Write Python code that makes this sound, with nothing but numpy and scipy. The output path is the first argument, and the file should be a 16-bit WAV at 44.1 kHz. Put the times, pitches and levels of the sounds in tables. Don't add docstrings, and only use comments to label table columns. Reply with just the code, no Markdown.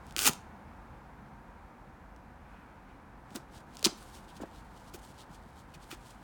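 import sys
import numpy as np
from scipy import signal
from scipy.fft import rfft, irfft, next_fast_len
from scipy.io import wavfile
from scipy.ndimage import uniform_filter1d

SR = 44100
rng = np.random.default_rng(int(sys.argv[2]) if len(sys.argv) > 2 else 0)


def materialize(psi):
    bounded = np.clip(np.atleast_2d(psi).T, -1, 1)
    quanta = np.round(bounded * 32767).astype(np.int16)
    wavfile.write(sys.argv[1], SR, quanta)


N = 274743

# time_s, level_db
RIP_SWELL = [(0.199, -33), (0.207, -36), (0.215, -29), (0.243, -31.5), (0.275, -18), (0.298, -36)]
POP_SWELL = [(3.843, -35.5), (3.855, -31), (3.872, -48.5)]
# time_s, level_db
RIP_LEAD_IN = (.172, -40)
# start_s, peak_db, ring_hz, focus_db_per_octave
HOOK_SNAPS = [(.0675, -43, 4500, 2), (.1095, -38.5, 3495, 7), (.124, -39.5, 5000, 2.5),
              (.1646, -14.5, 2996, 5.5), (.1823, -18, 3000, 2), (0.1914, -11, 3604, 6),
              (.2745, -8.5, 7000, 5), (.2767, -11, 7000, 3), (.2935, -18, 2500, 5), (.334, -24, 6500, 1),
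              (2.163, -49.5, 5000, 7.5), (3.3065, -46, 2500, 8), (3.3588, -24, 9000, 10),
              (3.3624, -27, 4000, 12), (3.755, -39.5, 5500, -0.5), (3.7698, -30, 4870, 11),
              (3.7937, -34.5, 5000, 4), (3.8283, -24.5, 4000, 5), (3.8476, -6.5, 4270, 20.5),
              (3.852, -8, 5550, 14), (3.8563, -6.5, 4630, 19.5), (3.870, -19, 3020, 7),
              (4.9395, -36, 2500, 2), (5.9145, -29.5, 2200, 9)]
# start_s, peak_db, first_hz, last_hz
STRAP_FLAPS = [(0.1655, -39.5, 655, 282), (.258, -33.5, 340, 250), (.274, -25, 1400, 814),
               (.289, -28.5, 420, 135), (3.314, -44.5, 250, 180), (3.3501, -32.5, 350, 220),
               (3.364, -37.5, 520, 300), (3.8275, -39.5, 890, 395), (3.845, -34.5, 500, 328),
               (3.8554, -29.5, 1810, 896), (3.861, -23.5, 420, 335), (3.8623, -27.5, 250, 200),
               (3.922, -43, 450, 280), (4.4003, -38, 1100, 200), (4.416, -35.5, 596, 180),
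               (4.4329, -33.5, 1610, 230), (4.943, -40, 565, 330), (5.301, -45.5, 200, 147),
               (5.756, -44, 220, 150), (5.925, -40.5, 430, 330)]
# start_s, length_s, level_db, centre_hz, focus_db_per_octave
STRAP_SCRAPES = [(2.4, 0.48, -63, 1500, 15), (2.86, .12, -65, 1790, 14.5), (3.342, 0.041, -47.5, 1800, 1),
                 (4.407, 0.034, -54.5, 3500, 4.5), (4.934, 0.032, -47, 2500, 0.5),
                 (5.735, 0.027, -52.5, 3000, 6.5), (5.898, 0.054, -46, 2200, 4.5)]
# middle_s, width_s, relative_level_db, centre_hz
SUEDE_STROKES = [(.09, 0.11, -63, 5000), (3.33, .08, -66, 6000), (3.558, 0.064, -58.5, 6000),
                 (3.792, .1, -59, 5000), (4.03, .2, -58, 10040), (4.16, 0.052, -57, 6000),
                 (4.299, 0.031, -60, 3480), (4.377, .04, -59.5, 5000), (4.563, .06, -60, 4500),
                 (4.83, 0.14, -63.5, 5960), (5.051, .13, -59, 8000), (5.203, 0.041, -54, 4000),
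                 (5.344, 0.046, -57, 6000), (5.599, .06, -63, 7000), (5.834, 0.032, -58.5, 4000),
                 (5.887, 0.066, -62, 14000), (6.06, .13, -61, 8000)]
# frequency_hz, gain_db
HOOK_EQ = [(120, -31), (250, -10), (400, -4), (620, -12), (950, -11.5), (1600, -5), (2000, -7), (2600, -2),
           (3800, -6.5), (5500, -5), (6800, -4), (9000, -5.5), (11500, -10), (17000, -10)]
SHOE_EQ = [(40, -20), (110, -2.5), (210, -2), (340, -4), (550, -7.5), (900, -6), (1600, -11), (4000, -40),
           (10000, -60)]
SUEDE_EQ = [(200, -17), (350, 12), (700, -13.5), (1800, -10.5), (3000, 2.5), (4300, -0.5), (6000, -4.5),
            (8500, -4), (12000, -10.5), (17000, -14)]
# frequency_hz, gain_db
RUMBLE_EQ = [(20, -15), (30, -8), (42, 3.5), (52, 8), (63, -0.5), (75, 5), (90, -4.5), (130, -0.5),
             (170, -4), (205, -0.5), (265, -4.5), (300, -6)]
AIR_EQ = [(420, -12.5), (520, -9), (610, -12.5), (730, -7), (950, -6), (1100, -11), (1550, -13),
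          (2000, -20.5), (2300, -21.5), (3000, -30.5), (5000, -37), (10000, -42.5), (17000, -47)]


def tear(swell, gain_db, centre_hz, focus_db, row_hz, jerk_db, uneven=.04):
    out = np.zeros(N)
    times, level_db = np.transpose(swell)
    t = np.arange(times[0], times[-1], 1 / SR)
    rows_freed = np.cumsum(row_hz * (1 + uneven * drift(row_hz)[:len(t)])) / SR
    jerks = unit(undb(-jerk_db * (rows_freed % 1)))
    envelope = undb(np.interp(t, times, level_db) + gain_db) * jerks
    add(out, times[0], crackle(envelope, centre_hz, focus_db))
    return out


def crackle(envelope, centre_hz, focus_db, hooks_per_s=4500, fizz_db=-5):
    hooks = unit(clicks(len(envelope), hooks_per_s, spread_db=3.5))
    fizz = undb(fizz_db) * rng.standard_normal(len(envelope))
    run = np.pad((hooks + fizz) * envelope, (0, SR // 100))
    run = equalise(run, HOOK_EQ, centre_hz, focus_db)
    return run * np.sqrt(np.sum(envelope ** 2) / np.sum(run ** 2))


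def snaps(shiver_db=-25, shiver_s=.0014):
    out = np.zeros(N)
    t = np.arange(SR // 100) / SR
    for start_s, peak_db, ring_hz, focus_db in HOOK_SNAPS:
        crack = t == 0
        shiver = rng.standard_normal(len(t)) * np.exp(-t / shiver_s) * (t > 1 / ring_hz)
        snap = equalise(crack + undb(shiver_db) * shiver, HOOK_EQ, ring_hz, focus_db)
        snap = snap - 2 * signal.lfilter(*signal.iirpeak(ring_hz, 1, fs=SR), snap)
        add(out, start_s, undb(peak_db) * snap / np.abs(snap).max())
    return out


def strap(hooks, ripple_db=-29, thud_db=-11, thud_s=.019):
    ripple = bending_wave(first_hz=2000, last_hz=790, glide_s=.0012, swell_s=.0013)
    out = hooks + undb(ripple_db) * signal.fftconvolve(hooks, ripple)[:N]
    t = np.arange(SR // 10) / SR
    thud_envelope = (1 - np.exp(-t / .0015)) * np.exp(-t / thud_s)
    for start_s, peak_db, first_hz, last_hz in STRAP_FLAPS:
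        slowness = np.sqrt(400 / np.sqrt(first_hz * last_hz))
        flap = bending_wave(first_hz, last_hz, glide_s=.0036 * slowness, swell_s=.0048 * slowness)
        thud = unit(equalise(rng.standard_normal(len(t)), SHOE_EQ)) * thud_envelope
        add(out, start_s, undb(peak_db) * (flap + undb(thud_db) * thud))
    return out


def bending_wave(first_hz, last_hz, glide_s, swell_s):
    t = np.arange(SR // 10) / SR
    pitch_hz = last_hz + (first_hz - last_hz) * np.exp(-t / glide_s)
    envelope = (t / swell_s * np.exp(1 - t / swell_s)) ** 2
    return envelope * np.sin(2 * np.pi * np.cumsum(pitch_hz) / SR)


def scrapes(attack_share=.3, fade_db_per_length=-14.5):
    out = np.zeros(N)
    for start_s, length_s, level_db, centre_hz, focus_db in STRAP_SCRAPES:
        progress = np.linspace(0, 1, int(length_s * SR))
        attack = np.minimum(progress / attack_share, 1)
        release = undb(fade_db_per_length * np.maximum(progress - attack_share, 0))
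        add(out, start_s, crackle(undb(level_db) * attack * release, centre_hz, focus_db))
    return out


def sliding(grip_start_s=3.5, grip_fade_s=.4, grip_relative_db=-68.5, gain_db=-2.5, flutter_db=2.15):
    t = np.arange(N) / SR
    grip = undb(grip_relative_db) * np.clip((t - grip_start_s) / grip_fade_s, 0, 1)
    out = grip * unit(equalise(fibres(), SUEDE_EQ))
    nap = fibres()
    for middle_s, width_s, level_db, centre_hz in SUEDE_STROKES:
        near = np.abs(t - middle_s) < 2 * width_s
        swell = undb(level_db) * np.exp(-2 * ((t[near] - middle_s) / width_s) ** 2)
        out[near] += swell * unit(equalise(nap[near], SUEDE_EQ, centre_hz, focus_db=3))
    return out * undb(gain_db + flutter_db * drift(rate_hz=50))


def fibres(catches_per_s=450, catch_db=-3):
    catches = unit(clicks(N, catches_per_s, spread_db=7))
    return rng.standard_normal(N) + undb(catch_db) * catches


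def room(x, box_db=-14, box_s=.004, tail_db=-17, t60_s=.27, treble_t60_s=.16, low_cut_hz=350):
    t = np.arange(SR // 2) / SR
    box = rng.standard_normal(len(t)) * np.exp(-t / box_s) * (t > .001)
    diffuse = rng.standard_normal(len(t)) * (t > .006)
    body = signal.sosfiltfilt(signal.butter(2, 9000, fs=SR, output="sos"), diffuse)
    treble = diffuse - body
    tail = body * undb(-60 * t / t60_s) + treble * undb(-60 * t / treble_t60_s)
    echoes = (undb(box_db) * unit(box) + undb(tail_db) * unit(tail)) / np.sqrt(len(t))
    echoes = signal.sosfilt(signal.butter(1, low_cut_hz, "high", fs=SR, output="sos"), echoes)
    return x + signal.fftconvolve(x, echoes)[:N]


def ventilation(level_db=-52, drift_db=.75):
    air = unit(equalise(rng.standard_normal(N), RUMBLE_EQ + AIR_EQ))
    return air * undb(level_db - drift_db * drift(rate_hz=.97))


def equalise(x, curve, centre_hz=1000, focus_db=0):
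    size = next_fast_len(len(x) + 2048, True) // 2 * 2
    octave = np.log2(np.maximum(np.arange(size // 2 + 1) * SR / size, 10))
    curve_hz, curve_db = np.transpose(curve)
    off_centre = np.minimum(np.abs(octave - np.log2(centre_hz)), 2)
    gain_db = np.interp(octave, np.log2(curve_hz), curve_db) - focus_db * off_centre
    cepstrum = irfft(np.log(undb(gain_db)))
    cepstrum[1:size // 2] *= 2
    cepstrum[size // 2 + 1:] = 0
    return irfft(rfft(x, size) * np.exp(rfft(cepstrum)))[:len(x)]


def clicks(size, per_s, spread_db):
    impulses = (rng.random(size) < per_s / SR) * rng.choice([-1, 1], size)
    return impulses * undb(spread_db * rng.standard_normal(size).clip(-2, 2))


def drift(rate_hz):
    hold = int(SR / rate_hz)
    steps = np.repeat(rng.standard_normal(N // hold + 1), hold)
    return unit(uniform_filter1d(steps, hold)[:N])


def undb(db):
    return 10 ** (np.asarray(db) / 20)


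def unit(x):
    return x / np.sqrt(np.mean(x ** 2) + 1e-18)


def add(track, start_s, sound):
    i = max(int(start_s * SR), 0)
    track[i:i + len(sound)] += sound[:N - i]


def scene():
    rip = tear([RIP_LEAD_IN] + RIP_SWELL, gain_db=0, centre_hz=7000, focus_db=.25,
               row_hz=106.7, jerk_db=8)
    pop = tear(POP_SWELL, gain_db=6, centre_hz=4600, focus_db=5.5, row_hz=230, jerk_db=10)
    hooks = snaps() + rip + pop + scrapes()
    return (room(strap(hooks)) + sliding() + ventilation())[None]


def record(dry):
    return signal.sosfilt(signal.ellip(8, .2, 70, 17300, fs=SR, output="sos"), dry)


dry = scene()
out = record(dry)
materialize(out)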